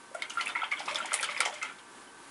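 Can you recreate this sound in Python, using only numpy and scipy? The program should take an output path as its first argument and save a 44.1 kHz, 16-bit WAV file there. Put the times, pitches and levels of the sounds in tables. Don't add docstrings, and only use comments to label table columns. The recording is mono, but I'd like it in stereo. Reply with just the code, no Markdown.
import sys
import numpy as np
from scipy import signal
from scipy.fft import rfft, irfft, next_fast_len
from scipy.io import wavfile
from scipy.ndimage import map_coordinates

SR = 44100
rng = np.random.default_rng(int(sys.argv[2]) if len(sys.argv) > 2 else 0)


def store_pcm(level_fs):
    pcm = np.round(np.clip(level_fs, -1, 1) * 32767).astype(np.int16)
    wavfile.write(sys.argv[1], SR, np.atleast_2d(pcm).T)


def amplitude_ratio(level_db):
    exponent = np.asarray(level_db, float) / 20
    return 10 ** exponent


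N = 101429


def unit(x):
    return x / np.sqrt(np.mean(x ** 2) + 1e-20)


def along(points, hz):
    f, value = np.transpose(points)
    return np.interp(np.log(hz + 1), np.log(f + 1), value)


def wobble(rate_hz):
    knots = rng.standard_normal(int(N * rate_hz / SR) + 4)
    return map_coordinates(knots, [np.arange(N) * rate_hz / SR])


def filtered(x, response):
    m = next_fast_len(x.shape[-1] + 8192)
    spectrum = rfft(x, m) * response(np.fft.rfftfreq(m, 1 / SR))
    return irfft(spectrum, m)[..., :x.shape[-1]]


PITCH_RISE = 0.017


def bubbles(s, db, hz, cycles, onset_cycles, size):
    turns = hz[:, None] * np.arange(size) / SR
    age = turns / cycles[:, None]
    phase = turns * (1 + PITCH_RISE * (age - 0.3) / 2)
    envelope = amplitude_ratio(db[:, None] - 60 * age) * (1 - np.exp(-turns / onset_cycles))
    tones = envelope * np.sin(2 * np.pi * phase)
    where = np.round(s * SR).astype(int)[:, None] + np.arange(size)
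    return np.bincount(where.ravel(), tones.ravel(), N + size + SR)[:N]


# t/s, level/dB (peak), f/Hz, life/cycles
BIG_BUBBLES = [(0.113, -37, 525, 57), (0.148, -21, 676, 15.4), (0.412, -30, 1020, 20),
               (0.497, -30, 944, 12), (0.562, -29, 946, 25), (0.632, -14.5, 882, 11.7),
               (0.804, -17.5, 775, 10.7), (0.879, -12, 920, 6.1), (0.914, -30, 605, 18),
               (0.948, -30, 603, 15.7), (0.963, -27, 890, 16), (1.02, -24.5, 637, 12.2),
               (1.047, -17.5, 860, 8.2), (1.125, -29.5, 606, 23), (1.14, -26.5, 803, 24),
               (1.203, -22.5, 830, 21), (1.208, -27.5, 520, 15), (1.241, -34, 508, 13),
               (1.292, -34.5, 590, 32), (1.395, -25, 528, 21), (1.407, -27, 830, 18), (1.461, -4, 785, 4.1),
               (1.475, -12.5, 760, 7.7), (1.525, -34.5, 613, 28), (1.632, -37.5, 874, 38)]
# t/s, level/dB (peak), f/Hz, life/cycles
MIDDLE_BUBBLES = [(0.147, -36.5, 1410, 87), (0.303, -36.5, 1360, 38), (0.356, -33.5, 1350, 44),
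                  (0.372, -22, 1360, 52), (0.38, -22.5, 1350, 67), (0.4937, -22.5, 1360, 16.7),
                  (0.5533, -25.5, 1360, 49), (0.6176, -26.5, 1344, 40), (0.632, -15, 1360, 16.4),
                  (0.7226, -25.5, 1190, 37), (0.8141, -21.5, 1430, 8.4), (0.8832, -15, 1215, 10),
                  (0.9518, -14, 1280, 5.9), (0.984, -28.5, 1467, 38), (1.0027, -23.5, 1390, 29),
                  (1.1193, -12, 1360, 10), (1.1403, -29, 1230, 55), (1.232, -10, 1556, 11),
                  (1.2909, -26, 1200, 33), (1.4087, -14, 1355, 16), (1.419, -20, 1210, 20),
                  (1.62, -22, 1350, 14), (1.63, -22.5, 1350, 29), (1.696, -32.5, 1380, 36)]
# t/s, level/dB (peak), f/Hz, life/cycles
SMALL_BUBBLES = [(0.1935, -31, 2030, 25), (0.2211, -20.5, 2140, 46), (0.305, -26.5, 2870, 51),
                 (0.398, -22, 2040, 60), (0.404, -26.5, 2040, 50), (0.413, -24, 3030, 41),
                 (0.42, -34, 2010, 83), (0.4112, -10, 2600, 12.5), (0.4614, -20.5, 2290, 27),
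                 (0.4706, -15, 2600, 30), (0.5518, -11.5, 1910, 24), (0.5555, -30, 2040, 25),
                 (0.558, -13.5, 2130, 27), (0.575, -21.5, 2130, 47), (0.598, -23, 2050, 32),
                 (0.611, -24, 2130, 27), (0.5648, -26, 2130, 52), (0.6184, -28.5, 3300, 27),
                 (0.6379, -18.5, 2670, 22.6), (0.642, -24, 3210, 40), (0.7125, -22, 2370, 22),
                 (0.7165, -16.5, 2130, 62), (0.7235, -15, 2240, 46), (0.7305, -44, 2320, 25),
                 (0.7728, -30.5, 3300, 40), (0.78, -28.5, 2256, 46), (0.8827, -22.5, 2500, 23),
                 (0.9108, -22, 2310, 26), (0.957, -12, 3480, 29), (0.9828, -28.5, 2130, 34)]
# t/s, level/dB (peak), f/Hz, life/cycles
MORE_SMALL_BUBBLES = [(1.0276, -24, 3070, 21), (1.0547, -23, 2280, 15), (1.1105, -22.5, 2130, 19),
                      (1.1398, -17, 2024, 33), (1.1892, -27, 1960, 40), (1.1968, -18, 2420, 33),
                      (1.23, -24.5, 3420, 44), (1.243, -15.5, 3270, 16), (1.2885, -21, 2200, 38),
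                      (1.297, -21, 2206, 35), (1.3458, -28, 2210, 57), (1.3648, -11, 2180, 13),
                      (1.4049, -3.5, 2220, 18), (1.4348, -43, 2140, 34), (1.4521, -16, 2130, 17),
                      (1.458, -21, 3220, 26), (1.5259, -18.5, 2120, 10.5), (1.528, -37, 3420, 57),
                      (1.575, -43, 2420, 70), (1.5584, -31, 2130, 54), (1.6149, -24, 2150, 37),
                      (1.621, -22.5, 2090, 86), (1.627, -26.5, 2600, 70), (1.638, -49, 2030, 40),
                      (1.6847, -36, 2090, 50), (1.697, -31, 2350, 37)]
# t/s, level/dB (peak), f/Hz, life/cycles
LATE_BUBBLES = [
    (1.377, -24.5, 5050, 37),
    (2.073, -52, 3020, 140),
]
ONSET_CYCLES, FLUTTER_DB = 2.63, 2.5
CLOUD_DB, CLOUD_S, CLOUD_OCTAVES, CLOUD_CYCLES = -12, 0.022, 0.22, 15


def trapped_air(companions):
    s, db, hz, cycles = np.transpose(
        BIG_BUBBLES + MIDDLE_BUBBLES + SMALL_BUBBLES + MORE_SMALL_BUBBLES + LATE_BUBBLES)
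    main = bubbles(s, db, hz, cycles, ONSET_CYCLES, size=3000)
    when, size, pitch, life = rng.random((4, len(s), companions))
    cloud_s = s[:, None] + CLOUD_S * when ** 1.5
    cloud_db = db[:, None] + CLOUD_DB - 8 * size - 6 * when
    cloud_hz = hz[:, None] * 2 ** (CLOUD_OCTAVES * (2 * pitch - 1))
    cloud_cycles = CLOUD_CYCLES * (0.84 + life)
    cloud = bubbles(cloud_s.ravel(), cloud_db.ravel(), cloud_hz.ravel(), cloud_cycles.ravel(),
                    2 * ONSET_CYCLES, size=1200)
    return main * amplitude_ratio(FLUTTER_DB * wobble(130)) + cloud


# t/s, level/dB (peak), f/Hz (centre), t60/s
SPRAY_TICKS = [(0.146, -34, 8800, 0.06), (0.2215, -18.5, 3530, 0.0071), (0.2977, -26, 6100, 0.032),
               (0.302, -32, 2970, 0.052), (0.3354, -39.5, 8100, 0.14), (0.41, -20.5, 4250, 0.025),
               (0.4577, -24, 9300, 0.018), (0.4794, -26.5, 10000, 0.011), (0.4902, -23, 4320, 0.0058),
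               (0.7151, -30.5, 4640, 0.017), (0.793, -30, 4870, 0.055), (0.8581, -27.5, 4870, 0.018),
               (0.912, -27.5, 4100, 0.015), (0.9458, -21, 4340, 0.025), (0.9584, -20, 5700, 0.012),
               (0.985, -28.5, 7650, 0.028), (1.058, -19, 8000, 0.0081), (1.126, -37, 5500, 0.011),
               (1.1323, -13, 7050, 0.0099), (1.141, -5.5, 8750, 0.0057), (1.142, -16, 10300, 0.055),
               (1.209, -20.5, 10500, 0.02), (1.2291, -18.5, 8450, 0.01), (1.229, -17, 4300, 0.023),
               (1.241, -22.5, 8550, 0.016), (1.31, -32.5, 5230, 0.017), (1.378, -34, 4840, 0.029),
               (1.404, -12, 8300, 0.012), (1.4053, -16.5, 4200, 0.025), (1.4527, -22.5, 6200, 0.058),
               (1.5403, -32, 6250, 0.043), (1.6279, -24, 6560, 0.016), (1.786, -40.5, 4000, 0.035)]
COLOUR_OCTAVES, SKIRT_DB = 0.42, -7.5
CRACK_DB, CRACK_T60_S = 8, 0.002
PATTER_DB, PATTER_LASTS = -13, 5.8


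def spray():
    out, t = np.zeros(N + SR), np.arange(4096) / SR
    soft_start = 1 - np.exp(-t * SR / 12)
    for s, db, hz, t60 in SPRAY_TICKS:
        def colour(f):
            peak = np.exp(-(np.log2((f + 1) / hz) / COLOUR_OCTAVES) ** 2)
            return peak + amplitude_ratio(SKIRT_DB) * f * f / (f * f + 1500 ** 2)
        puff = unit(filtered(rng.standard_normal(len(t)), colour))
        crack = amplitude_ratio(CRACK_DB - 60 * t / CRACK_T60_S) * np.sin(2 * np.pi * hz * t)
        uneven_db = 5 * np.repeat(rng.standard_normal(64), 64)
        patter = amplitude_ratio(PATTER_DB - 60 * t / (t60 * PATTER_LASTS) + uneven_db)
        tick = crack + (amplitude_ratio(-60 * t / t60) + patter) * soft_start * puff
        out[round(s * SR):][:len(t)] += amplitude_ratio(db - 12.0) * tick
    return out[:N]


# f/Hz, width/Hz, level/dB
JAR_MODES = [(606, 26, 7), (958, 365, 3), (1360, 230, 0.5), (2130, 43, -6.5), (3190, 400, 2), (3510, 79, 3)]


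def jar(x, ring_db):
    def response(f):
        modes = (amplitude_ratio(ring_db + db) * 1j * f * w / (c * c - f * f + 1j * f * w) for c, w, db in JAR_MODES)
        return 1 + sum(modes)
    return filtered(x, response)


# f/Hz, level/dB (per Hz)
FROTH_COLOUR = [(240, -44), (400, -11.5), (1810, 0.5), (2140, 7), (3830, -7.5), (6000, -13.5), (11000, -16),
                (14300, -58), (22000, -120)]
# t/s, level/dB
BRISTLE_FIZZ = [(0.1, -5), (0.3, -1), (0.42, 2.5), (0.5, -1), (0.56, -5.5), (0.61, -10), (0.66, -2),
                (0.78, 1), (0.9, 4.5), (1.05, -1), (1.2, 3.5), (1.3, 5.5), (1.42, 1.5), (1.55, 4.5),
                (1.64, 1.5), (1.72, -0.5)]
FROTH_DB, JAR_DB, WASH_DB, SURGE_DB = -44, -3, -4, 2
FROTH_RATE_HZ, FROTH_LIFE_S, FROTH_SWELL = 2600, 0.006, 0.12
BRISTLE_HZ = 2900
CHURN_LEAD_S, CHURN_RISE_S, CHURN_T60_S, CHURN_GROWS = 0.004, 0.008, 0.24, 0.5


def froth():
    when, pitch, size, life = rng.random((4, int(FROTH_RATE_HZ * N / SR)))
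    hz = 400 * 27 ** pitch
    size_db = along(FROTH_COLOUR, hz) + 10 * np.log10(hz) - 1.3 * np.log(size + 0.02)
    cycles = 4 + hz * FROTH_LIFE_S * (1 + 2 * life)
    swarm = bubbles(when * N / SR, size_db, hz, cycles, FROTH_SWELL * cycles[:, None], size=900)
    wash = filtered(rng.standard_normal(N), lambda f: amplitude_ratio(along(FROTH_COLOUR, f)))
    slosh = unit(swarm) + amplitude_ratio(WASH_DB) * unit(wash)
    high = filtered(slosh, lambda f: f ** 6 / (f ** 6 + BRISTLE_HZ ** 6))
    fizz_db = np.interp(np.arange(N) / SR, *np.transpose(BRISTLE_FIZZ))
    slosh = slosh + high * (amplitude_ratio(fizz_db) - 1)

    s, db = np.transpose(MIDDLE_BUBBLES + SMALL_BUBBLES + MORE_SMALL_BUBBLES + SPRAY_TICKS)[:2]
    age_s = np.clip(np.arange(0, N, 32) / SR - s[:, None] + CHURN_LEAD_S, 0, None)
    decay = amplitude_ratio(2 * CHURN_GROWS * db[:, None] - 120 * age_s / CHURN_T60_S)
    power = np.sum(decay * (1 - np.exp(-age_s / CHURN_RISE_S)), axis=0)
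    churn = np.repeat(np.sqrt(power), 32)[:N]
    return unit(unit(jar(slosh, JAR_DB)) * churn) * amplitude_ratio(FROTH_DB + SURGE_DB * wobble(30.17))


# f/Hz, t60/s
ROOM_DECAY = [(400, 0.26), (2000, 0.15), (10000, 0.057)]
SHARED_ROOM = 0.72
ROOM_DELAY = 130


def studio(x):
    out, step = np.zeros((2, N + SR)), SR // 4
    for start in range(0, N, step):
        shared, b = rng.standard_normal((2, SR // 2))
        apart = (1 - SHARED_ROOM) * 2 * b
        hz, t, z = signal.stft(np.array([shared + apart, shared - apart]), SR, nperseg=256)
        decay = amplitude_ratio(-60 * t / along(ROOM_DECAY, hz)[:, None])
        tail = signal.istft(z * decay, SR, nperseg=256)[1]
        wet = signal.fftconvolve(x[None, start:start + step], tail / np.linalg.norm(tail[0]), axes=1)
        begin = start + ROOM_DELAY
        out[:, begin:][:, :wet.shape[1]] += wet[:, :N + SR - begin]
    return out[:, :N]


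# f/Hz, level/dB (per Hz)
HISS_COLOUR = [(25, -26), (90, -22), (250, -5), (340, -3), (600, -10.5), (950, -3), (1750, -8),
               (2300, -11.5), (5500, -18.5), (10500, -17)]
# f/Hz, correlation/1
HISS_LIKENESS = [(60, 0.63), (300, 0.91), (2000, 0.28), (10000, 0.99)]
# f/Hz, level/dB (rms)
FAN_WHINES = [(947.5, -67), (1163, -66), (1545, -62), (1723, -70)]
# f/Hz, level/dB (rms)
MAINS_HUM = [(49, -81), (120, -78), (150, -76.5)]
HISS_DB = -50.5


def ventilation():
    def spread(hz):
        angle = np.arccos(np.clip(along(HISS_LIKENESS, hz), -1, 1)) / 2
        return amplitude_ratio(along(HISS_COLOUR, hz)) * np.array([np.cos(angle), np.sin(angle)])
    mid, side = filtered(rng.standard_normal((2, N)), spread)
    hiss = amplitude_ratio(HISS_DB + 1.9 * wobble(7.58)) * unit(np.array([mid + side, mid - side]))
    t = np.arange(N) / SR
    tones = np.zeros(N)
    for hz, db in FAN_WHINES:
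        tones += amplitude_ratio(db + 2.5 + 3.45 * wobble(8.8)) * np.sin(2 * np.pi * hz * t + 1.77 * wobble(25))
    for hz, db in MAINS_HUM:
        tones += amplitude_ratio(db + 2.8 * wobble(9.06)) * np.sin(2 * np.pi * hz * t)
    return hiss + tones


def scene():
    strokes = jar(trapped_air(companions=4) + spray(), ring_db=-7)
    water = filtered(strokes + froth(), lambda f: f ** 4 / (f ** 4 + 300 ** 4))
    return water + amplitude_ratio(-6) * studio(water) + ventilation()


def low_pass(x):
    return signal.sosfilt(signal.butter(12, 12180, fs=SR, output="sos"), x)


# f/Hz, left minus right level/dB
PORT_LEAN = [(60, 2.5), (400, -4.5), (3000, -1), (11000, 0)]
TOP_HZ, LEAK_DB, LEAK_TOP_HZ = 11030, -33, 13200


def record(dry):
    def ports(hz):
        lean = amplitude_ratio(along(PORT_LEAN, hz) * np.array([[0.5], [-0.5]]))
        return lean * np.where(hz < TOP_HZ, 1, amplitude_ratio(LEAK_DB) * (hz < LEAK_TOP_HZ))
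    mix = filtered(dry, ports)
    return low_pass(mix)


dry = scene()
out = record(dry)
store_pcm(out)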